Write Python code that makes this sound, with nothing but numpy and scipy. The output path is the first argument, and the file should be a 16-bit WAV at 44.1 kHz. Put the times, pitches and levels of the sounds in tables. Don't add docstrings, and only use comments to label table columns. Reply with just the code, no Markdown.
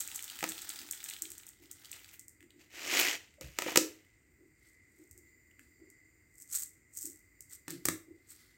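import sys
import numpy as np
from scipy import signal
from scipy.fft import rfft, irfft
from scipy.io import wavfile

SR = 44100
rng = np.random.default_rng(int(sys.argv[2]) if len(sys.argv) > 2 else 0)


def log_audio(samples):
    frames = np.atleast_2d(samples).T
    limited = np.clip(frames, -1, 1)
    pcm = np.round(limited * 32767).astype(np.int16)
    wavfile.write(sys.argv[1], SR, pcm)


N = 377937
T = np.arange(N) / SR
TOP_HZ = 15900


def undb(db):
    return 10 ** (np.asarray(db) / 20)


def unit(x):
    return x / np.sqrt(np.mean(x ** 2))


def peak(x):
    return x / np.abs(x).max()


def add(out, s, x):
    i = max(int(s * SR), 0)
    out[i:i + len(x)] += x[:N - i]


def colour(x, points, size=2048):
    hz, db = np.transpose(points)
    f = np.maximum(np.fft.rfftfreq(size, 1 / SR), 1)
    skirt_db = -12 * np.maximum(np.log2(hz[0] / f), 0)
    response_db = np.interp(np.log(f), np.log(hz), db) + skirt_db
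    cepstrum = irfft(np.log(undb(response_db)))
    cepstrum[1:size // 2] *= 2
    cepstrum[size // 2 + 1:] = 0
    impulse = irfft(np.exp(rfft(cepstrum)))
    return signal.fftconvolve(x, impulse)[:len(x)]


def band(x, lo_hz, hi_hz, order=2):
    edges_hz = [max(lo_hz, 10), min(hi_hz, SR / 2 - 100)]
    return signal.sosfilt(signal.butter(order, edges_hz, "band", fs=SR, output="sos"), x)


def swell(s, rise_s, fall_s):
    return np.exp(-np.maximum((s - T) / rise_s, (T - s) / fall_s))


def flow(points):
    return undb(np.interp(T, *np.transpose(points), left=-np.inf, right=-np.inf))


def push(lo_hz, hi_hz, length_s, size=16384):
    t = T[:size]
    return band(rng.standard_normal(size), lo_hz, hi_hz) * t / length_s * np.exp(-t / length_s)


def contact(width_hz, count=20, size=2048):
    angle = 2 * np.pi * TOP_HZ * (np.arange(count) + rng.random(count)) / count / SR
    radius = np.exp(-np.pi * width_hz * (.5 + rng.random(count)) / SR)
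    a1, a2, one = -2 * radius * np.cos(angle), radius ** 2, np.ones(count)
    allpass = np.column_stack([a2, a1, one, one, a1, a2])
    return signal.sosfilt(allpass, signal.unit_impulse(size))


def modes(table, size=8192):
    t = T[:size]
    detune = 1 + .012 * rng.standard_normal(len(table))
    out = np.zeros(size)
    for (hz, db, t60), ratio in zip(table, detune):
        out += undb(db - 60 * t / t60) * np.sin(2 * np.pi * hz * ratio * t)
    return out


def blow(crack, crack_db, body, body_db, thump, thump_db):
    out = undb(thump_db) * peak(modes(thump))
    add(out, 0, undb(body_db) * peak(body))
    add(out, 0, undb(crack_db) * peak(colour(contact(width_hz=285), crack)))
    return band(out, 150, 20000)


REGISTER_EDGES = [100, 1400, 2800, 5000, 9000, 17000]


def grains(rate, spread_db, decay_s, broad):
    def collisions():
        size = undb(spread_db * np.minimum(rng.exponential(size=N), 4))
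        hits = (rng.random(N) < rate / SR) * size ** 2 / rate
        energy = signal.lfilter([1], [1, -np.exp(-2 / (decay_s * SR))], hits + 1e-18)
        return energy / energy.mean()

    shared = collisions()
    out = np.zeros(N)
    for lo, hi in zip(REGISTER_EDGES, REGISTER_EDGES[1:]):
        energy = broad * shared + (1 - broad) * collisions()
        out += band(rng.standard_normal(N) * np.sqrt(energy), lo, hi)
    return unit(out)


# (frequency [Hz], relative level [dB])
RUMBLE_COLOUR = [(25, -25), (40, -6.5), (55, 1), (95, 2.5), (190, -11), (320, -2), (480, -16), (700, -24),
                 (1050, -26), (1550, -19), (2400, -18.5), (3200, -36), (6000, -29.5), (8400, -19.5),
                 (9800, -37.5), (16000, -33.5)]
# (centre [Hz], width [Hz], level before drift and waver [dB])
WHINE_BANDS = [(2030, 170, -73.5), (4758, 330, -91), (7250, 530, -83), (14450, 1100, -86.5)]
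# (time [s], level offset [dB])
WHINE_DRIFT = [(0, -5), (2.4, 2), (4.2, 0), (5.2, 4.5), (6.2, 2.5), (6.9, 2), (7.35, 4), (7.7, 4.5),
               (8.56, -0.5)]
RUMBLE_DB = -69.5


def kitchen():
    out = unit(colour(rng.standard_normal(N), RUMBLE_COLOUR, size=8192)) * undb(RUMBLE_DB)
    drift_db = np.interp(T, *np.transpose(WHINE_DRIFT))
    for hz, width_hz, db in WHINE_BANDS:
        waver_db = 2.4 * np.interp(T, np.linspace(0, T[-1], num=40), rng.standard_normal(size=40))
        whine = unit(band(rng.standard_normal(N), hz - width_hz / 2, hz + width_hz / 2))
        out += undb(db + drift_db + waver_db) * whine
    return out


ROOM_T60_S, ROOM_LOW_T60_S = 0.28, 0.36


def room(x, size=20000):
    t = T[:size]
    high = band(rng.standard_normal(size), 200, 17000) * undb(-60 * t / ROOM_T60_S)
    low = band(rng.standard_normal(size), 280, 540) * undb(-60 * t / ROOM_LOW_T60_S)
    tail = (high + undb(-2) * low) * np.clip(t / 0.0015, 0, 1)
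    return signal.fftconvolve(x, tail / np.linalg.norm(tail))[:N]


# (time [s], level before an 11 dB cut [dB], pitch [Hz])
HANDLING_BUMPS = [(0.409, -54, 178), (0.791, -57.5, 290), (1.219, -56, 324), (1.594, -59, 322),
                  (2.402, -60, 302), (2.53, -60, 316), (3.374, -58, 550), (3.41, -52, 138),
                  (3.421, -48, 64), (4.385, -61, 326), (4.976, -56.5, 334), (5.14, -62.5, 330),
                  (5.1, -62, 71.3), (5.57, -64, 280), (5.783, -55.5, 334), (7.03, -51, 308),
                  (7.682, -43.5, 310), (7.701, -50.5, 154), (7.849, -50, 88), (8.068, -50.5, 323)]


def bumps():
    out = np.zeros(N)
    for s, db, hz in HANDLING_BUMPS:
        thud = push(hz * .93 - 10, hz * 1.1 + 10, length_s=.034)
        add(out, s, undb(db - 11.0) * unit(thud))
    return out


# (frequency [Hz], relative level [dB])
GRAIN_COLOUR = [(2000, -73), (4000, -28.5), (5500, -12.5), (6800, -5), (8200, 1), (9600, -13), (11000, -13),
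                (12500, -7.5), (16000, -12.5)]


def snap(mid_db, mid_hz, count=4, size=4096):
    force = contact(width_hz=530)
    burst = rng.standard_normal(len(force)) * np.exp(-T[:len(force)] / 0.0013)
    ring = band(burst, mid_hz * 0.76, mid_hz * 1.46, order=3)
    out = np.zeros(size)
    add(out, 0, peak(unit(colour(force, GRAIN_COLOUR)) + undb(mid_db) * unit(ring)))
    for delay_s, drop_db in rng.uniform([.0015, 9], [.018, 19], (count, 2)):
        click = peak(colour(contact(width_hz=1800), GRAIN_COLOUR))
        add(out, delay_s, undb(-drop_db - max(mid_db, 0)) * click)
    return out


# (time [s], level before a 1.5 dB lift [dB])
GRAIN_CLICKS = [(.0044, -22.5), (.0748, -28), (0.1584, -27), (0.2243, -27.5), (.2412, -29), (.4892, -26),
                (0.4935, -25.5), (.509, -38), (.618, -27), (0.6914, -25), (0.9105, -20.5), (1.0403, -25),
                (1.0863, -30), (1.0983, -29.5), (1.2204, -22.5), (1.303, -34.5), (1.317, -31.5),
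                (1.38, -35), (1.4663, -38), (1.4886, -37), (1.713, -31), (1.915, -27.5), (2.1938, -33.5),
                (2.2812, -37.5), (5.1108, -40.5), (5.1765, -41.5), (5.9007, -48), (6.4209, -37),
                (6.566, -26), (6.6214, -28), (6.9716, -26.5), (7.0273, -30), (7.055, -26.5), (7.4062, -36),
                (7.5324, -42), (7.7051, -27.5)]
# (time [s], level before a 1.5 dB lift [dB], pitch [Hz])
FILM_CRACKLES = [(0.5895, -35, 3740), (0.7894, -32.5, 3680), (1.0035, -38.5, 2610), (1.1097, -33.5, 2580),
                 (1.1647, -34.5, 2780), (1.253, -35, 2970), (1.929, -36, 2720), (2.1414, -44, 2180),
                 (2.406, -48, 2300), (2.427, -48, 1920), (2.5053, -49, 2960), (2.756, -41, 2410),
                 (3.096, -25.5, 2270), (3.1122, -29, 2400), (3.34, -53.5, 2310), (4.048, -57, 2020),
                 (5.5123, -56, 2300), (5.5937, -45, 1920)]
CLICK_MID_DB, CLICK_MID_HZ = -29.5, 2070
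CRACKLE_MID_DB = 4


def snaps():
    out = np.zeros(N)
    for s, db in GRAIN_CLICKS:
        add(out, s, undb(db) * snap(CLICK_MID_DB, CLICK_MID_HZ))
    for s, db, hz in FILM_CRACKLES:
        add(out, s, undb(db) * snap(CRACKLE_MID_DB, hz))
    return out * undb(1.5)


# (time of the peak [s], click level [dB], rub on the wall [dB], rise [s], fall [s])
BOWL_TUMBLES = [(.008, -36, -50, 0.013, 0.023), (.152, -38, -62, .006, .015),
                (4.66, -65.5, -70.5, 0.04, 0.054), (5.019, -67.5, -78, 0.11, 0.06),
                (5.28, -84, -76, .018, 0.027), (5.62, -71, -78, 0.023, .1),
                (6.415, -48.5, -76, .025, 0.014), (6.553, -29.5, -44, .02, 0.028),
                (6.628, -43.5, -58, .008, 0.024), (6.735, -66, -82, 0.0067, 0.038),
                (6.974, -43.5, -67, 0.016, 0.074), (7.065, -47.5, -66.5, 0.042, .035),
                (7.528, -45, -57, 0.014, 0.023), (7.70, -58, -46, 0.0086, 0.04),
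                (7.864, -50, -48, 0.0075, 0.02), (8.311, -47.5, -60, 0.011, 0.023),
                (8.42, -72, -63.5, .1, 0.12)]
# (frequency [Hz], relative level [dB])
WALL_COLOUR = [(500, -18), (900, -10.5), (1300, 5.5), (1900, 5), (3000, 1), (4500, 7.5), (7000, -1)]


def shift():
    click_gain, rub_gain = np.zeros(N), np.zeros(N)
    for s, click_db, rub_db, rise_s, fall_s in BOWL_TUMBLES:
        motion = swell(s, rise_s, fall_s)
        click_gain += undb(click_db) * motion
        rub_gain += undb(rub_db) * motion
    clicks = unit(colour(grains(rate=700, spread_db=4.0, decay_s=0.0011, broad=0.92), GRAIN_COLOUR))
    rub = unit(colour(grains(rate=9000, spread_db=7, decay_s=0.001, broad=0.69), WALL_COLOUR))
    return (clicks * click_gain + rub * rub_gain) * undb(-1.5)


# (time [s], crack [dB], ring [dB], thump [dB])
BOWL_LANDINGS = [(7.6808, -27, -29, -37.5), (7.8534, -12.5, -38, -31.5), (7.8558, -12, -53, -45),
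                 (7.8855, -11.5, -17.5, -25.5)]
# (frequency before detuning [Hz], relative level [dB], 60 dB decay [s])
BOWL_RING = [(523, -1.5, 0.017), (810, -8, 0.019), (1300, -7, 0.019), (1790, 5.5, 0.018), (2110, 1, 0.014),
             (2235, -8, 0.026), (3570, 4, 0.0077)]
# (frequency before detuning [Hz], relative level [dB], 60 dB decay [s])
BOWL_THUMP = [(171.5, -0.5, 0.21), (311, -3.5, 0.19), (336, 9, 0.032)]
# (frequency [Hz], relative level [dB])
BOWL_CRACK_COLOUR = [(400, -13.5), (2000, -7.5), (3800, -17), (5500, -4), (7000, -1), (8300, 4.5),
                     (9700, -11), (12500, -4), (16000, -5.5)]
JOLT_DB, JOLT_S = -3.5, 0.0031


def bowl_knocks(size=8192):
    out = np.zeros(N)
    for s, crack_db, ring_db, thump_db in BOWL_LANDINGS:
        jolt = band(rng.standard_normal(size) * np.exp(-T[:size] / JOLT_S), 250, 2400)
        body = peak(modes(BOWL_RING, size=size)) + undb(JOLT_DB) * peak(jolt)
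        add(out, s, blow(BOWL_CRACK_COLOUR, crack_db, body, ring_db, BOWL_THUMP, thump_db))
    return out


# (time [s], crack [dB], body [dB], thump [dB], slap of the slack film [dB], slap pitch [Hz])
BAG_SMACKS = [(0.4273, -25, -23.5, -39, -33, 710), (0.4397, -19, -19.5, -35.5, -35.5, 836),
              (3.4105, -31, -42.5, -46, -44, 520), (3.587, -16, -18.5, -40, -42.5, 600),
              (3.6207, -22.5, -23, -38, -41, 600), (3.662, -37.5, -29, -33, -32.5, 526),
              (3.682, -35.5, -26, -35, -32.5, 774), (3.719, -32, -30.5, -37.5, -39, 784),
              (3.7586, -10, -13, -27.5, -35.5, 500), (3.773, -1, -11.5, -18, -22, 499.4)]
# (frequency before detuning [Hz], relative level [dB], 60 dB decay [s])
BAG_MODES = [(190, -15, 0.075), (314.3, -1, 0.19), (344, 3.5, .055), (473, -16.5, 0.068)]
# (frequency [Hz], relative level [dB])
BAG_BODY_COLOUR = [(250, -11.5), (430, -2.5), (600, -4), (780, -7.5), (950, -1), (1100, -11), (1300, 3.5),
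                   (1500, -9.5), (1750, -2.5), (2400, 0), (3200, -7.5), (5000, -26)]
# (frequency [Hz], relative level [dB])
BAG_CRACK_COLOUR = [(800, -21), (2500, -17.5), (3300, -11.5), (4200, -9.5), (5400, -5.5), (6400, -5),
                    (7900, -4.5), (9600, -17.5), (12000, -13.5), (16000, -12.5)]


def bag_knocks():
    out = np.zeros(N)
    for s, crack_db, body_db, thump_db, slap_db, slap_hz in BAG_SMACKS:
        body = colour(contact(width_hz=550), BAG_BODY_COLOUR)
        add(out, s, blow(BAG_CRACK_COLOUR, crack_db, body, body_db, BAG_MODES, thump_db))
        slap = push(slap_hz * .85, slap_hz * 1.18, length_s=.0035)
        add(out, s, undb(slap_db) * peak(slap))
    return out


# (time [s], level [dB])
SLIDE_CURVE = [(2.7, -70), (2.75, -50), (2.82, -46), (2.97, -28), (3.05, -31.5), (3.15, -40), (3.19, -58.5),
               (3.39, -78.5)]
# (time of the peak [s], level [dB], treble against it before a 0.5 dB cut [dB], rise [s], fall [s])
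BAG_JOLTS = [(1.625, -64.5, 0, 0.0049, 0.035), (1.86, -68, -8, 0.014, 0.018),
             (1.94, -57.5, -4, 0.02, 0.081), (2.14, -62.5, 8.5, 0.011, 0.016),
             (2.609, -61.5, -10, 0.016, .05), (2.998, -47, 18, 0.0059, 0.012),
             (3.415, -53.5, -7, 0.0033, .09), (3.61, -48.5, -11.5, 0.019, 0.14),
             (3.689, -42, -10.5, 0.03, 0.059)]
# (frequency [Hz], relative level [dB])
BAG_COLOUR = [(120, -21), (220, -20), (305, -2.5), (540, -10.5), (690, -8), (880, -12.5), (1500, -8.5),
              (2100, -2), (2750, -2), (3500, -9.5), (6900, -10), (10400, -23.5), (12300, -14.5),
              (16000, -14.5)]
SLIDE_TREBLE_DB = -13


def slide():
    gain = flow(SLIDE_CURVE)
    treble_gain = gain * undb(SLIDE_TREBLE_DB)
    for s, db, treble_db, rise_s, fall_s in BAG_JOLTS:
        jolt = undb(db) * swell(s, rise_s, fall_s)
        gain = gain + jolt
        treble_gain = treble_gain + jolt * undb(treble_db)
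    rush = colour(grains(rate=1400, spread_db=3.6, decay_s=.0005, broad=.5), BAG_COLOUR)
    body = unit(band(rush, 100, 9000, order=4))
    treble = unit(band(rush, 9000, SR / 2, order=4))
    return body * gain + treble * treble_gain * undb(-0.5)


STRAY_DB, STRAY_SPREAD_DB = 20, 7.5


def strays(count=40):
    out = np.zeros(N)
    s, db = np.transpose(POUR_FLOW)
    for k, (place, size, spot) in enumerate(rng.random((count, 3))):
        at = s[-1] * (k + place) / count
        click = snap(mid_db=0.5, mid_hz=2000 * 2 ** spot)
        add(out, at, undb(np.interp(at, s, db) + STRAY_DB - STRAY_SPREAD_DB * size) * click)
    return out


# (time [s], level before the patter's 1.5 dB cut [dB])
POUR_FLOW = [(0, -48), (.1, -51), (.41, -49), (.49, -45), (.6, -50), (.78, -48), (.92, -53.5), (1.12, -50),
             (1.22, -57.5), (1.48, -61.5), (1.57, -71.5), (1.85, -59.5), (2.1, -60.5), (2.24, -76)]
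# (frequency [Hz], relative level [dB])
HEAP_COLOUR = [(200, -13), (320, -1), (540, -16.5), (850, -4.5), (1080, -11.5), (1280, -1), (1900, -2.5),
               (2550, -5), (3700, -1.5), (5000, -3.5), (8000, -3), (9700, -9.5), (13000, -7), (16000, -1)]


def pour():
    stream = flow(POUR_FLOW)
    rate = 650 * (stream / stream.max() + 0.39)
    patter = grains(rate, spread_db=3.8, decay_s=.001, broad=.45)
    return unit(colour(patter, HEAP_COLOUR)) * stream * undb(-1.5)


def scene():
    rice = pour() + slide() + shift()
    ticks = snaps() + strays()
    bag, bowl = bag_knocks(), bowl_knocks()
    send = rice * undb(-12.5) + ticks * undb(-7.0) + bag * undb(-8.5) + bowl * undb(-7)
    return (rice + ticks + bag + bowl + bumps() + room(send) + kitchen())[None]


def record(dry):
    return signal.sosfilt(signal.ellip(10, .2, 80, TOP_HZ, fs=SR, output="sos"), dry)


dry = scene()
out = record(dry)
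log_audio(out)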